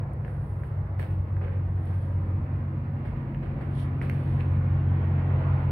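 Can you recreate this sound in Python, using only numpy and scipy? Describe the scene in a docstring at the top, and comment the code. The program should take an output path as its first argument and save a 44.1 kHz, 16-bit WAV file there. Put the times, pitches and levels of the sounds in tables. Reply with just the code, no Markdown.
"""A large greenhouse: ventilation fans hum while someone strolls down a gravel aisle with a stereo microphone.
Nine uneven blades give low throbbing tones that swell and fade through standing waves along the aisle,
over noise shaped into a rumble, a roar and a rush of air that grow nearer or stay even.
Close by, clothing swishes and flicks as shaped hiss, soft steps crunch as clouds of grains over dull
heel puffs, and pebbles tick as filtered impulses with gritty tails."""
import sys
import numpy as np
from scipy import signal
from scipy.fft import rfft, irfft, next_fast_len
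from scipy.io import wavfile
from scipy.ndimage import uniform_filter1d

SR = 44100
rng = np.random.default_rng(int(sys.argv[2]) if len(sys.argv) > 2 else 0)


def persist_wave(psi):
    """Save psi, clipped to +-1, as 16-bit WAV."""
    counts = np.round(np.clip(psi, -1, 1) * 32767).astype(np.int16)
    wavfile.write(sys.argv[1], SR, np.atleast_2d(counts).T)


N = 251811
TIME_S = np.arange(N) / SR
FREQ_HZ = np.fft.rfftfreq(N, 1 / SR)


def amp(db):
    """Decibels to gain."""
    return 10 ** (np.asarray(db) / 20)


def unit(x):
    """Scales to rms 1."""
    return x / np.sqrt(np.mean(x ** 2) + 1e-20)


def track(rows):
    """Interpolates the columns of a time table at every sample."""
    s, *columns = np.transpose(rows)
    return [np.interp(TIME_S, s, column) for column in columns]


def read(points, hz):
    """Interpolates a spectrum table on a log-frequency axis."""
    f, value = np.transpose(points)
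    return np.interp(np.log(hz + 1), np.log(f + 1), value)


def colour(x, points, tilt_db=0):
    """Filters by a spectrum table, tilted by tilt_db per octave above 2 kHz."""
    length = x.shape[-1]
    size = next_fast_len(length)
    hz = np.fft.rfftfreq(size, 1 / SR)
    octaves = np.log2(np.maximum(hz / 2000, 1))
    gain = amp(read(points, hz) + tilt_db * octaves)
    return irfft(rfft(x, size) * gain, size)[..., :length]


def drift(rate_hz):
    """Slow wander of rms 1: sines of random phase, up to rate_hz."""
    t = np.linspace(0, TIME_S[-1], num=1200)
    speeds_hz = rate_hz * np.geomspace(1 / 16, 1, num=24)
    wander = sum(np.sin(2 * np.pi * (f * t + rng.random())) for f in speeds_hz)
    return np.interp(TIME_S, t, unit(wander))


def add(mix, s, sound):
    """Mixes a stereo sound in at s seconds."""
    part = mix[:, max(round(s * SR), 0):][:, :sound.shape[1]]
    part += sound[:, :part.shape[1]]


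# Likeness of the hall's sound at the two ports. Each row: frequency in Hz, coherence from -1 to 1.
PORT_COHERENCE = [(60, 1), (150, 0.99), (300, 0.92), (500, .72), (750, .7), (1000, .3), (1300, -.2),
                  (1600, -.2), (2100, 0.2), (2700, -0.17), (3200, -0.12), (5000, -0.22)]


def diffuse(points):
    """Noise from all round the hall: alike at both ports in the bass, nearly unrelated in the treble."""
    a, b = rfft(rng.standard_normal((2, N)))
    coherence = np.clip(read(PORT_COHERENCE, FREQ_HZ), -1, 1)
    mid = a * np.sqrt(1 + coherence)
    side = b * np.sqrt(1 - coherence)
    ports = np.array([mid + side, mid - side])
    return unit(irfft(ports * amp(read(points, FREQ_HZ)), N))


def tone(turns, db, waver=.1):
    """One rotor tone, shaken in level and phase by turbulent inflow."""
    angle = 2 * np.pi * (turns + rng.random())
    in_phase = (1 + waver * drift(7)) * np.cos(angle)
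    quadrature = waver * drift(7) * np.sin(angle)
    return np.sqrt(2 / (1 + 2 * waver ** 2)) * amp(db) * (in_phase + quadrature)


BLADES = 9
BLADE_HZ, SAG_HZ_PER_S = 46.03, .11  # blade-passing rate, slowly sinking
THROB_DEPTH, THROB_PEAK_S = .18, .03
PORT_GAP_M = .03  # along the aisle
# Stroll down the aisle, slowing toward the end. Each row: time in seconds, place in m.
WALK_M = [(0, 0), (2.7, 1.55), (4.4, 2.5), (5.71, 3)]
# Nearness of the fans. Each row: time in seconds, nearness in dB, scaled by each sound's share.
NEARNESS_DB = [(0, -9), (1.5, -2.5), (3.9, 3), (5.71, 3)]
# Strong blade tones, standing waves along the aisle. Each row: multiple of the blade rate, nominal level in dB,
# growth in dB per m, place of a node in m, node spacing in m, share left in a node.
STANDING_WAVES = [(2, -29.5, 1.5, 1.934, 1.9, 0.065), (3, -38, 3, 1.2, 3.36, 0.59),
                  (5, -51, 3, .72, 2.5, .16)]
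# Weaker blade tones. Each row: multiple of the blade rate, level in dB at zero nearness, share of the nearness.
BLADE_OVERTONES = [(1, -45.5, .4), (4, -55.5, .1), (6, -57, 2.2), (7, -53.5, 0.5), (12, -61, 0.48)]
# Tones of the uneven rotor. Each row: multiple of the shaft rate (rounded to whole when played),
# level in dB at zero nearness, share of the nearness.
SHAFT_TONES = [(17, -51, 2.3), (19, -45, -1.2), (20, -57, -0.5), (21, -40.5, -0.18), (22, -52, -0.2),
               (23, -50, 0.2), (24, -45.5, 1.4), (29, -57.5, 4), (31, -49.5, 0.32), (32, -52, 2.1),
               (36, -59, -1.24), (51, -57.5, 2.5), (66.2, -66.5, -0.5), (74.7, -69.5, 0.7)]


def fan_hum():
    """Blade tones throb once a shaft turn and fade at standing-wave nodes; weak shaft tones lie between."""
    (place_m,), (near_db,) = track(WALK_M), track(NEARNESS_DB)
    blade_turns = np.cumsum(BLADE_HZ - SAG_HZ_PER_S * TIME_S) / SR
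    shaft_turns = blade_turns / BLADES
    throb_angle = 2 * np.pi * (blade_turns - THROB_PEAK_S * BLADE_HZ) / BLADES
    throb = 1 + THROB_DEPTH * np.cos(throb_angle)
    ports_m = place_m + PORT_GAP_M * np.array([[.5], [-.5]])
    hum = np.zeros((2, N))
    for k, db, growth_db, node_m, spacing_m, left in STANDING_WAVES:
        wave = np.hypot(np.sin(np.pi * (ports_m - node_m) / spacing_m), left)
        hum += wave * throb * tone(round(k) * blade_turns, db + growth_db * place_m, waver=.1)
    for k, db, share in BLADE_OVERTONES:
        hum += tone(round(k) * blade_turns, db + share * near_db, waver=.5)
    for k, db, share in SHAFT_TONES:
        hum += tone(round(k) * shaft_turns, db + share * near_db, waver=.2)
    return hum


PATCH_DB, PATCH_HZ, PATCH_S = 1.86, 70, .22  # depth, smoothing width, smoothing time


def mottle(x):
    """Scattered echoes strengthen some narrow bands and cancel others, in slowly changing patches."""
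    hz, t, z = signal.stft(x, SR, nperseg=2048)
    patches = rng.standard_normal((len(t), len(hz)))
    patches = uniform_filter1d(patches, max(round(PATCH_S / t[1]), 1), axis=0)
    patches = uniform_filter1d(patches, max(round(PATCH_HZ / hz[1]), 1), axis=1)
    mottled = z * amp(PATCH_DB * unit(patches).T)
    return unit(signal.istft(mottled, SR, nperseg=2048)[1][:, :N])


RUMBLE_DB, ROAR_DB, RUSH_BASE_DB = -36.5, -45.0, -46.5
BRIGHT_DB, BRIGHT_PER_NEAR = 1, 0.93  # treble gain of the rush: at zero nearness, dB per dB of nearness
# Level of the rush over its base. Each row: time in seconds, level in dB.
RUSH_DB = [(0, 1.1), (.8, -0.64), (3.5, 0.47), (5, 4.5), (5.5, 8.5), (5.71, 7)]
# Spectra of the three noises. Each row: frequency in Hz, relative density in dB per Hz.
RUMBLE_SPECTRUM = [(15, -46), (31, -22.5), (43, -6), (60, 6.5), (80, 4.5), (115, 0.5), (160, -1.5),
                   (220, -20), (400, -55.5)]
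ROAR_SPECTRUM = [(100, -24.5), (140, -4.5), (208, 6.5), (245, -4), (268, 0.5), (300, -5.5), (338, -1.5),
                 (400, -15), (600, -55.5)]
AIR_SPECTRUM = [(100, -0.5), (300, 1.5), (400, 2), (500, 3), (700, -0.5), (1000, -1), (1350, -4.5),
                (1900, -9), (2650, -17.5), (3200, -26.5), (4200, -36), (6000, -51), (9000, -54),
                (16000, -53.5)]


def fan_air():
    """The hall rumbles evenly; the roar and rush of the blades grow, and the rush brightens, with nearness."""
    (near_db,), (rush_db,) = track(NEARNESS_DB), track(RUSH_DB)
    rumble = diffuse(RUMBLE_SPECTRUM) * amp(RUMBLE_DB + 0.61 * drift(4.7))
    roar = diffuse(ROAR_SPECTRUM) * amp(ROAR_DB + 1.13 * near_db)
    air = mottle(diffuse(AIR_SPECTRUM))
    highpass = signal.butter(2, 2100, "high", fs=SR, output="sos")
    treble = signal.sosfiltfilt(highpass, air)
    bright_air = air + treble * (amp(BRIGHT_DB + BRIGHT_PER_NEAR * near_db) - 1)
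    rush = bright_air * amp(RUSH_BASE_DB + rush_db + 0.69 * drift(12))
    return rumble + roar + rush


FLICK_DECAY_S, FLICK_TILT_DB_PER_OCT = .0015, 7.5
# Folds of cloth flicking. Each row: start in seconds, level in dB before decay.
FLICKS = [(.134, -46.5), (.792, -57), (1.856, -49)]
# Cloth sliding as the walker moves. Each row: middle in seconds, half-length in seconds, peak level in dB,
# treble tilt in dB per octave.
SWISHES = [(0.354, .065, -63.5, 4), (0.499, .045, -63, 6.5), (0.638, 0.051, -62, 8), (1.959, 0.12, -64, 0),
           (3.798, 0.033, -52, -2.5), (4.299, 0.15, -63, -2.5), (5.62, .12, -71.5, -2)]
# Spectrum of sliding cloth. Each row: frequency in Hz, relative density in dB per Hz.
CLOTH_SPECTRUM = [(500, -14), (2000, -15), (3200, -3.5), (4500, -14.5), (7000, -10), (8200, -9), (9600, 1),
                  (10700, -2), (12500, -15.5), (16000, -14)]
# The body shades the left port from the clothing. 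Each row: frequency in Hz, gain in dB.
BODY_SHADE = [(4500, 1.5), (8000, -6.5), (9500, -25.5), (16000, -15.5)]


def clothing(flutter_db=1.5):
    """Fabric hiss swells with each movement, folds flick, all fluttering and brighter at the right port."""
    out = np.zeros((2, N))
    t = np.arange(-SR // 2, SR // 2) / SR
    for s, half_s, db, tilt_db in SWISHES:
        hiss = unit(colour(rng.standard_normal((2, len(t))), CLOTH_SPECTRUM, tilt_db))
        swish = hiss * amp(db) / np.cosh(0.93 * t / half_s)
        add(out, s + t[0], swish[:, s + t >= 0])
    t = np.arange(1024) / SR
    for s, db in FLICKS:
        hiss = unit(colour(rng.standard_normal((2, len(t))), CLOTH_SPECTRUM, FLICK_TILT_DB_PER_OCT))
        add(out, s, amp(db) * hiss * np.exp(-t / FLICK_DECAY_S))
    return np.array([colour(out[0], BODY_SHADE), out[1]]) * amp(flutter_db * drift(64))


# Filter of a snapping stone. 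Each row: frequency in Hz at pitch factor 1, gain in dB.
PEBBLE_SPECTRUM = [(200, -17), (1200, -12.5), (1600, 1.5), (2100, -3), (2700, -12.5), (3300, -29.5),
                   (5500, -20.5), (7000, -26.5), (9000, -17.5), (16000, -27)]


def pebble(s, db, tilt_db, pitch, decay_s=0.0018, grit=0.94):
    """One stone snaps, an impulse with a short gritty tail; returns its start time and sound."""
    t = np.arange(-256, 1792) / SR  # lead-in for the filter's pre-ring
    tail = unit(rng.standard_normal((2, len(t))) * (t >= 0) * np.exp(-abs(t) / decay_s))
    snap = unit(1. * (t == 0)) + grit * tail
    spectrum = np.multiply(PEBBLE_SPECTRUM, (pitch, 1))
    return s + t[0], amp(db) * colour(snap, spectrum, tilt_db)


PRESS_S = 0.01  # the sole takes this long to bear down


def press(t, decay_s):
    """Weight bearing down on gravel from t = 0, then the stones settling."""
    return np.clip(t / PRESS_S, 0, 1) * np.exp(-np.maximum(t - PRESS_S, 0) / decay_s)


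TOE_DELAY_S, TOE_DB = .11, -14  # the foot rolls on to the toe; level against the first crunch
# Small stones slipping under each step, level and tilt against its crunch.
LOOSE_DB, LOOSE_SPREAD_DB, LOOSE_TILT_DB_PER_OCT = -5.5, 3, -5
# Footfalls. Each row: start in seconds, level in dB, decay in seconds, treble tilt in dB per octave.
STEPS = [(.247, -52, 0.056, -2), (.63, -52.5, .055, -1.5), (.987, -41.5, .048, 3), (1.412, -42, .09, -5.5),
         (1.86, -52, .1, 2), (3.045, -46.5, .06, -1), (3.42, -45, .058, -4.5), (3.6, -46, .04, -0.5),
         (4.012, -42.5, .09, 1), (4.39, -43, .028, -2)]
# Loudest pebbles snapping. Each row: time in seconds, level in dB before the stone's filter,
# treble tilt in dB per octave, pitch factor (small stones ring higher).
TICKS = [(.249, -42.5, -8, 1.08), (.2804, -43, -10, 0.97), (.636, -45.5, -13, 0.95),
         (0.9976, -42.5, -8, 1.05), (1.028, -40, -4, 1.14), (1.368, -46.5, -7, .91),
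         (3.058, -43, -9.5, 0.93), (3.347, -43, -8, 1.18), (4.0158, -33.5, -8, 1.04),
         (4.098, -31.5, -2.5, 1.06), (4.4081, -46.5, -4, 1.58)]
# Spectrum of crushed gravel. Each row: frequency in Hz, relative density in dB per Hz.
GRAVEL_SPECTRUM = [(100, 7), (500, 19), (1000, 1), (1900, 7), (2700, 1.5), (3400, -7), (5000, -16.5),
                   (7000, -20), (9000, -10), (12000, -17), (16000, -19)]


def footsteps(grain_db=2.0):
    """Each sole crushes a cloud of grains and slips on a few small stones; some pebbles snap loudly."""
    out = np.zeros((2, N))
    t = np.arange(SR // 2) / SR
    for s, db, decay_s, tilt_db in STEPS:
        size_draws = np.minimum(rng.exponential(1, len(t) // 32 + 1), 4)
        sizes = amp(grain_db * size_draws).repeat(32)[:len(t)]  # one grain size per 32 samples
        grains = unit(colour(rng.standard_normal((2, len(t))) * sizes, GRAVEL_SPECTRUM, tilt_db))
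        weight = press(t, decay_s) + amp(TOE_DB) * press(t - TOE_DELAY_S, decay_s)
        add(out, s, amp(db) * grains * weight)
        for when, smallness in rng.random(size=(4, 2)):
            loose_db = db + LOOSE_DB - LOOSE_SPREAD_DB * smallness
            pitch = 0.88 + .25 * smallness
            add(out, *pebble(s + when * decay_s, loose_db, LOOSE_TILT_DB_PER_OCT + tilt_db, pitch))
    for row in TICKS:
        add(out, *pebble(*row))
    return out


HEEL_DB, HEEL_DECAY_SHARE = -2.5, 0.49  # against the crunch's level and decay time
# Spectrum of the ground under the heel. Each row: frequency in Hz, relative density in dB per Hz.
SOIL_SPECTRUM = [(150, -15), (480, 2), (900, -2.5), (1400, -12.5), (3000, -34), (8000, -60)]


def heels():
    """A dull puff where the heel meets the ground, at the start of every step."""
    envelope = np.zeros((2, N))
    t = np.arange(SR // 2) / SR
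    soil = diffuse(SOIL_SPECTRUM)
    for s, db, decay_s, _ in STEPS:
        puff = np.minimum(t / .004, 1) * np.exp(-t / (HEEL_DECAY_SHARE * decay_s))
        add(envelope, s, amp(db + HEEL_DB) * puff[None])
    return envelope * soil


def hall(x, t60_s=0.33):
    """A short scattered tail from benches, leaves and the roof: decaying noise after a 6 ms gap."""
    t = np.arange(SR // 2) / SR
    tail = rng.standard_normal((2, len(t))) * amp(-60 * t / t60_s) * (t > .006)
    return signal.fftconvolve(x, tail / np.linalg.norm(tail[0]), axes=1)[:, :N]


def scene():
    """Fans all round, the walker close by."""
    steps = footsteps() + heels()
    return fan_hum() + fan_air() + clothing() + steps + amp(-6) * hall(steps)


HISS_DB, CUTOFF_HZ = -75.5, 15750
# Colour of the microphone ports. Each row: frequency in Hz, gain in dB, taken relative to the first row
# so that both hear the bass alike.
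LEFT_COLOUR = [(500, 1.5), (1000, 2), (1500, -1.5), (2000, -2), (2800, -6), (3500, -1.5), (4500, 4),
               (5000, -4.5), (7000, -11.5), (8000, -2.5), (9300, -9), (12000, -8.5), (15500, -2.5)]
RIGHT_COLOUR = [(500, 0.5), (1000, 1.04), (1500, 1), (2000, 1), (2700, 2.5), (3500, 1), (4300, -3.5),
                (5500, -1.5), (6300, -14), (7400, -16), (9000, -2), (10600, -10.5), (15500, -2.5)]


def record(dry):
    """Faint microphone hiss, the colour of each port, then the band limit."""
    heard = dry + amp(HISS_DB) * rng.standard_normal((2, N))
    pairs = zip(heard, (LEFT_COLOUR, RIGHT_COLOUR))
    ports = np.array([colour(x, port) / amp(port[0][1]) for x, port in pairs])
    lowpass = signal.firwin(511, CUTOFF_HZ, window=("kaiser", 9), fs=SR)
    return signal.oaconvolve(ports, lowpass[None], "same")


dry = scene()
out = record(dry)
persist_wave(out)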